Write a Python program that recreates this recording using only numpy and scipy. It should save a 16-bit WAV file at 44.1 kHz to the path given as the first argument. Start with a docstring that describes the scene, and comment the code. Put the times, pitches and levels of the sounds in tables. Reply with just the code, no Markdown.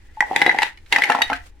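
"""Hard hollow toy pieces and a wooden toy knife clack on a thin board lying on a table, heard close up indoors.
Each blow is impulsive excitation of damped modes: pieces, board, and table or knife ring at their own pitches.
Between blows the pieces rattle and slide: dense random impacts excite the same modes, under a rustle of skin.
A small room answers each blow with decaying noise; shaped noise gives a low rumble and faint hiss."""
import sys
import numpy as np
from scipy import signal
from scipy.fft import rfft, irfft, next_fast_len
from scipy.io import wavfile
from scipy.ndimage import uniform_filter1d, minimum_filter1d

SR = 44100
rng = np.random.default_rng(int(sys.argv[2]) if len(sys.argv) > 2 else 0)


def pcm_store(signal):
    """Save signal as 16-bit PCM."""
    levels = np.round(np.clip(np.atleast_2d(signal), -1, 1) * 32767)
    wavfile.write(sys.argv[1], SR, levels.astype(np.int16).T)


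def natural_amplitude(level_db):
    """Convert a level in decibels to a linear amplitude factor, elementwise."""
    exponent = np.asarray(level_db, float) / 20
    return 10 ** exponent


N = 70560  # length [samples]

# modes of a hollow piece: (multiple of its pitch [1], level [dB], t60 [s])
PIECE = [(.83, -13.5, 0.046), (.92, 2, 0.014), (1, 4.5, 0.022)]
# modes of the thin board: (multiple of its pitch [1], level [dB], t60 [s])
BOARD = [(.9, -29, 0.065), (1, 1.5, 0.049), (1.08, -1.5, 0.034)]
# dull thump of the table under the pieces: (frequency [Hz], level [dB], t60 [s])
TABLE = [(167.6, -9.5, 0.21), (325, 2.5, 0.05), (440, 18.5, 0.011), (528, -1.5, 0.04)]
# noise spectrum of hard contact: (frequency [Hz], relative density [dB])
CRACK = [(400, -18.5), (2500, 1.5), (7000, -18.5), (12000, -25.5), (16000, -40)]
MODE_SCATTER_DB, DETUNE = 2, 0.05  # standard deviations: level [dB], relative pitch [1]
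BOARD_ATTACK_S = .0018  # time constant of the rise [s]


def unit(x):
    """Normalization to root-mean-square 1."""
    return x / np.sqrt(np.mean(x ** 2) + 1e-20)


def along(points, hz):
    """Linear interpolation of (frequency [Hz], value) points on a logarithmic frequency axis."""
    f, v = np.transpose(points)
    return np.interp(np.log(hz + 1), np.log(f + 1), v)


def filtered(x, response):
    """Linear filtering: the spectrum of x times a complex response of frequency."""
    m = next_fast_len(x.shape[-1] + 8192)
    return irfft(rfft(x, m) * response(np.fft.rfftfreq(m, 1 / SR)), m)[..., :x.shape[-1]]


def shaped(x, points):
    """Spectral shaping by a magnitude curve of (frequency [Hz], level [dB]) points."""
    return filtered(x, lambda hz: natural_amplitude(along(points, hz)))


def ring(modes, scale, scatter_db, detune=0., attack_s=0.00042):
    """Modal superposition: damped sines at both ears, with chance offsets of level, pitch and phase."""
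    spread_rad_per_khz = .5  # standard deviation of the phase difference between the ears
    hz, db, t60 = np.transpose(modes)[:, :, None]
    t = np.arange(SR // 6) / SR
    luck = rng.standard_normal((3,) + db.shape)
    hz = hz * scale * (1 + detune * luck[0])
    level = natural_amplitude(db + scatter_db * luck[1] - 60 * t / t60)
    skew = spread_rad_per_khz * hz / 1000 * luck[2]
    ears = [(level * np.sin(2 * np.pi * hz * t + side * skew)).sum(0) for side in (.5, -.5)]
    return np.array(ears) * (1 - np.exp(-t / attack_s))


def clack(piece_db, hz, click_db, contact_s):
    """Impact excitation: a piece rings while a bright crack chatters in repeated tiny contacts."""
    # upper modes: (frequency [Hz], level [dB], t60 [s])
    bright_modes = [(2950, -3, 0.011), (3964, -13, 0.016)]
    bright_scatter_db = 3
    crack_alike = .72  # correlation factor of the noise at the two ears
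    crack_db, crack_t60_s = 9, 0.015
    chatter_db, touches = -10, 9

    t = np.arange(SR // 6) / SR
    both, *own = rng.standard_normal((3, len(t)))
    noise = crack_alike * both + np.sqrt(1 - crack_alike ** 2) * np.array(own)
    crack = unit(shaped(noise, CRACK)) * natural_amplitude(crack_db - 60 * t / crack_t60_s)
    crack = crack * (1 - np.exp(-2 * t / contact_s))

    # one full contact at the start, weaker ones within twice the contact time
    chatter = np.zeros(SR // 40)
    places = (rng.random(size=touches) * 2 * contact_s * SR).astype(int)
    chatter[places] = natural_amplitude(chatter_db) * rng.standard_normal(size=touches)
    chatter[0] = 1

    click = ring(bright_modes, 1, bright_scatter_db, DETUNE) + crack
    click = signal.fftconvolve(click, chatter[None], axes=1)[:, :len(t)]
    shell = ring(PIECE, hz, MODE_SCATTER_DB, attack_s=contact_s)
    return natural_amplitude(piece_db) * shell + natural_amplitude(click_db) * click


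def hollow_pieces():
    """Shell resonance: each hard contact sets a hollow piece ringing at its own pitch."""
    # (time [s], ring level [dB], pitch [Hz], bright click level [dB], contact time [s])
    clacks = [(0.2059, -5, 1938, -21.5, 0.00072), (0.2238, -8.5, 1940, -81.5, 0.003),
              (0.3613, -6, 1940, -14.5, 0.0011), (0.416, 4, 2031, -11.5, 0.0024),
              (0.4632, -2, 1982, -19.5, 0.0011), (0.4937, -0.5, 1993, -26.5, 0.0027),
              (0.5138, -6, 1963, -35, 0.0014), (0.546, -17.5, 1940, -36.5, .002),
              (0.5869, -6.5, 2040, -20.5, 0.0013), (0.6193, -2, 1901, -14, 0.0057),
              (0.6299, -5, 1940, -18.5, 0.0017), (.773, -27, 2180, -37, 0.0092),
              (.861, -38.5, 2140, -41.5, 0.0096), (0.9246, -6, 2109, -8, 0.001),
              (.9295, -4, 2107, -25, 0.00074), (0.9609, 2.5, 1973, -17, 0.0014),
              (0.984, -35, 1750, -22.5, 0.0021), (1.02, -4.5, 1984, -23, 0.0012),
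              (1.0367, 0.5, 2150, -16, 0.0027), (1.0897, -9, 1896, -32, 0.0029),
              (1.1, -10, 1803, -20.5, 0.0013), (1.1188, -5, 1730, -22, 0.0024),
              (1.1503, -19, 1865, -25, 0.004), (1.218, 2, 2046, -12, 0.0029),
              (1.2995, -16, 2150, -29, 0.0026), (1.33, -7.5, 1549, -24.5, 0.003)]
    out = np.zeros((2, N + SR))
    for s, piece_db, hz, click_db, contact_s in clacks:
        add(out, s, clack(piece_db, hz, click_db, contact_s))
    return out[:, :N]


def board_knocks():
    """Coupled resonance: a blow rings the board with the table or, later, the knife lying on it."""
    # (time [s], board level [dB], pitch [Hz], table or knife level [dB])
    blows = [(.207, -13, 859.4, -39.5), (.225, -13, 852, -70), (.3115, -12, 770, -30.5),
             (.3618, -11, 830, -28), (0.4178, -9, 831, -24.5), (.4625, -9, 758, -24.5),
             (.4775, -14, 743, -24), (.493, -14.5, 857, -54), (.545, -14, 786, -33),
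             (.5875, -14.5, 857, -36), (.619, -12.5, 840, -48), (.631, -15, 881, -38.5),
             (.925, -22, 830, -39), (.937, -17.5, 824, -41), (0.961, -18.5, 878, -35.5),
             (.983, -10.5, 830, -32), (1.0989, -6.5, 835, -19.5), (1.12, -23.5, 834, -36),
             (1.1495, -14.5, 830, -23.5), (1.162, -27, 910, -60), (1.1862, -13.5, 830, -33.5),
             (1.2085, -16.5, 885, -30.5), (1.2997, -10.5, 830, -29), (1.3175, -15.5, 860, -26)]
    # the loose wooden knife: (frequency before scaling [Hz], level [dB], t60 [s])
    knife_modes = [(272.6, 1, 0.11), (503, -2.2, 0.087), (723.7, 1.5, 0.13), (1000, 16, 0.013),
                   (1339, 5.5, 0.062)]
    knife_scale, knife_from_s = 0.99, .97

    out = np.zeros((2, N + SR))
    for s, board_db, hz, under_db in blows:
        board = ring(BOARD, hz, MODE_SCATTER_DB, attack_s=BOARD_ATTACK_S)
        if s < knife_from_s:
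            under = ring(TABLE, 1, MODE_SCATTER_DB, DETUNE)
        else:
            under = ring(knife_modes, knife_scale, MODE_SCATTER_DB)
        add(out, s, natural_amplitude(board_db) * board + natural_amplitude(under_db) * under)
    return out[:, :N]


def pings():
    """Selective excitation: some touches wake one clear mode of the shell or board."""
    # (time [s], level [dB], frequency [Hz], t60 [s])
    touches = [(0.171, -24.5, 865, 0.1), (0.464, -16.5, 3890, 0.078), (.494, -19.5, 3915, 0.079),
               (1.221, -11.5, 3766, 0.053)]
    out = np.zeros((2, N + SR))
    for s, db, hz, t60 in touches:
        add(out, s, ring([(hz, db, t60)], 1, MODE_SCATTER_DB, attack_s=BOARD_ATTACK_S))
    return out[:, :N]


def taps():
    """Random point process: sparse impulses of uneven size, independent at two channels."""
    per_s, spread_db = 1500, 2
    hits = rng.random((2, N)) < per_s / SR
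    size_db = spread_db * rng.standard_normal((2, N))
    return hits * rng.standard_normal((2, N)) * natural_amplitude(size_db)


def rattle():
    """Stochastic excitation: dense tiny contacts drive the same bodies, and skin rustles over them."""
    # (time [s], piece level [dB], board level [dB], fine rustle of skin level [dB])
    levels = [(.14, -62.5, -71, -64), (.3, -45, -38.5, -49.5), (0.401, -29.5, -31.5, -46),
              (.55, -36, -34.5, -66), (0.661, -29.5, -42, -47.5), (0.739, -54.5, -82, -68),
              (0.848, -80.5, -76, -62.5), (0.907, -66.5, -72, -52), (0.922, -30.5, -33, -52),
              (1.129, -29.5, -34.5, -51), (1.26, -37.5, -43.5, -51), (1.36, -35.5, -84, -61),
              (1.47, -67.5, -86, -50.5), (1.53, -82.5, -69, -70)]
    # rustle spectrum: (frequency [Hz], relative density [dB])
    rustle_spectrum = [(2000, -1), (8000, -8), (16000, -20.5)]
    piece_hz, board_hz = 1940, 830
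    bright_db, table_db = -3.5, -4  # relative to piece and to board
    alike = .7  # correlation between the ears

    s, *columns = np.transpose(levels)
    piece_db, board_db, rustle_db = [np.interp(np.arange(N) / SR, s, c) for c in columns]
    out = np.zeros((2, N))
    turn = np.arccos(alike) / 2
    bodies = [(PIECE, piece_hz, piece_db), (BOARD, board_hz, board_db), (TABLE, 1, board_db + table_db)]
    for modes, scale, level_db in bodies:
        body = signal.fftconvolve(taps(), ring(modes, scale, 0), axes=1)[:, :N]
        mid, side = unit(body) * natural_amplitude(level_db)
        out += [np.cos(turn) * mid + np.sin(turn) * side, np.cos(turn) * mid - np.sin(turn) * side]
    out += natural_amplitude(piece_db + bright_db) * unit(shaped(taps(), CRACK))

    # the local density of taps, over a small floor, modulates the rustling noise
    grain = uniform_filter1d(np.abs(taps()[:1]), size=700, axis=1) + 0.0033
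    rustle = shaped(grain * rng.standard_normal((2, N)), rustle_spectrum)
    return out + natural_amplitude(rustle_db) * unit(rustle)


def room(x):
    """Reverberation: noise whose frequencies each decay at their own rate, independent at each ear."""
    # (frequency [Hz], t60 [s])
    decay = [(150, 0.22), (2000, 0.21), (12000, 0.17)]
    room_db, delay_s = -9, .006
    hz, t, z = signal.stft(rng.standard_normal((2, SR // 2)), SR, nperseg=256)
    tail = signal.istft(z * natural_amplitude(-60 * t / along(decay, hz)[:, None]), SR, nperseg=256)[1]
    tail = np.pad(tail, ((0, 0), (round(delay_s * SR), 0))) / np.linalg.norm(tail[0])
    return natural_amplitude(room_db) * signal.fftconvolve(x[None], tail, axes=1)


def add(out, s, blow):
    """Superposition of one blow and its own room tail at time s [s]."""
    sound = room(blow.mean(0))
    sound[:, :blow.shape[1]] += blow
    out[:, round(s * SR):][:, :sound.shape[1]] += sound


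def air():
    """Partially correlated shaped noise: low rumble and room hiss, swelling and sagging together."""
    # (frequency [Hz], relative density [dB])
    spectrum = [(20, 8), (81, 4.5), (142, -17.5), (319, -14.5), (660, -32), (897, -43.5), (1860, -25.5),
                (16000, -59)]
    # (time [s], gain [dB])
    swell = [(0, 1), (.17, 4.5), (0.399, -6), (0.802, 4), (0.929, 2), (1.129, -22), (1.27, 8), (1.551, 2)]
    # correlation between the ears: (frequency [Hz], correlation [1])
    alike = [(300, .87), (4000, .4)]
    air_db = -49  # before the swell

    def mid_side(hz):
        turn = np.arccos(along(alike, hz)) / 2
        return natural_amplitude(along(spectrum, hz)) * [np.cos(turn), np.sin(turn)]

    mid, side = filtered(rng.standard_normal((2, N)), mid_side)
    swell_db = np.interp(np.arange(N) / SR, *np.transpose(swell))
    return natural_amplitude(air_db + swell_db) * unit(np.array([mid + side, mid - side]))


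def scene():
    """Superposition of high-passed blows and rattle with the room air."""
    low_cut_hz = 150
    contacts = hollow_pieces() + board_knocks() + pings() + rattle()
    return filtered(contacts, lambda hz: (1j * hz / (low_cut_hz + 1j * hz)) ** 2) + air()


def top_cut(x):
    """Nothing passes above the cut-off."""
    return signal.sosfilt(signal.butter(12, 16830, fs=SR, output="sos"), x)


def record(dry):
    """Two microphone ports differ in arrival time and treble; a fast limiter lowers gain at the peaks."""
    # (frequency [Hz], left over right [dB])
    treble_tilt = [(60, 0), (2000, 1.5), (12000, -2.5)]
    lead_s = .00002  # left ahead of right
    top, hold_s = 1.05, .003  # limiter threshold [amplitude], hold [s]

    side = np.array([[.5], [-.5]])
    x = filtered(dry, lambda hz: natural_amplitude(side * along(treble_tilt, hz)) * np.exp(2j * np.pi * hz * lead_s * side))
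    hold = round(hold_s * SR)
    gain = top / np.maximum(np.abs(x).max(0), top)
    gain = uniform_filter1d(minimum_filter1d(gain, size=hold), size=hold)
    return top_cut(np.clip(x * gain, -1, 1))


dry = scene()
out = record(dry)
pcm_store(out)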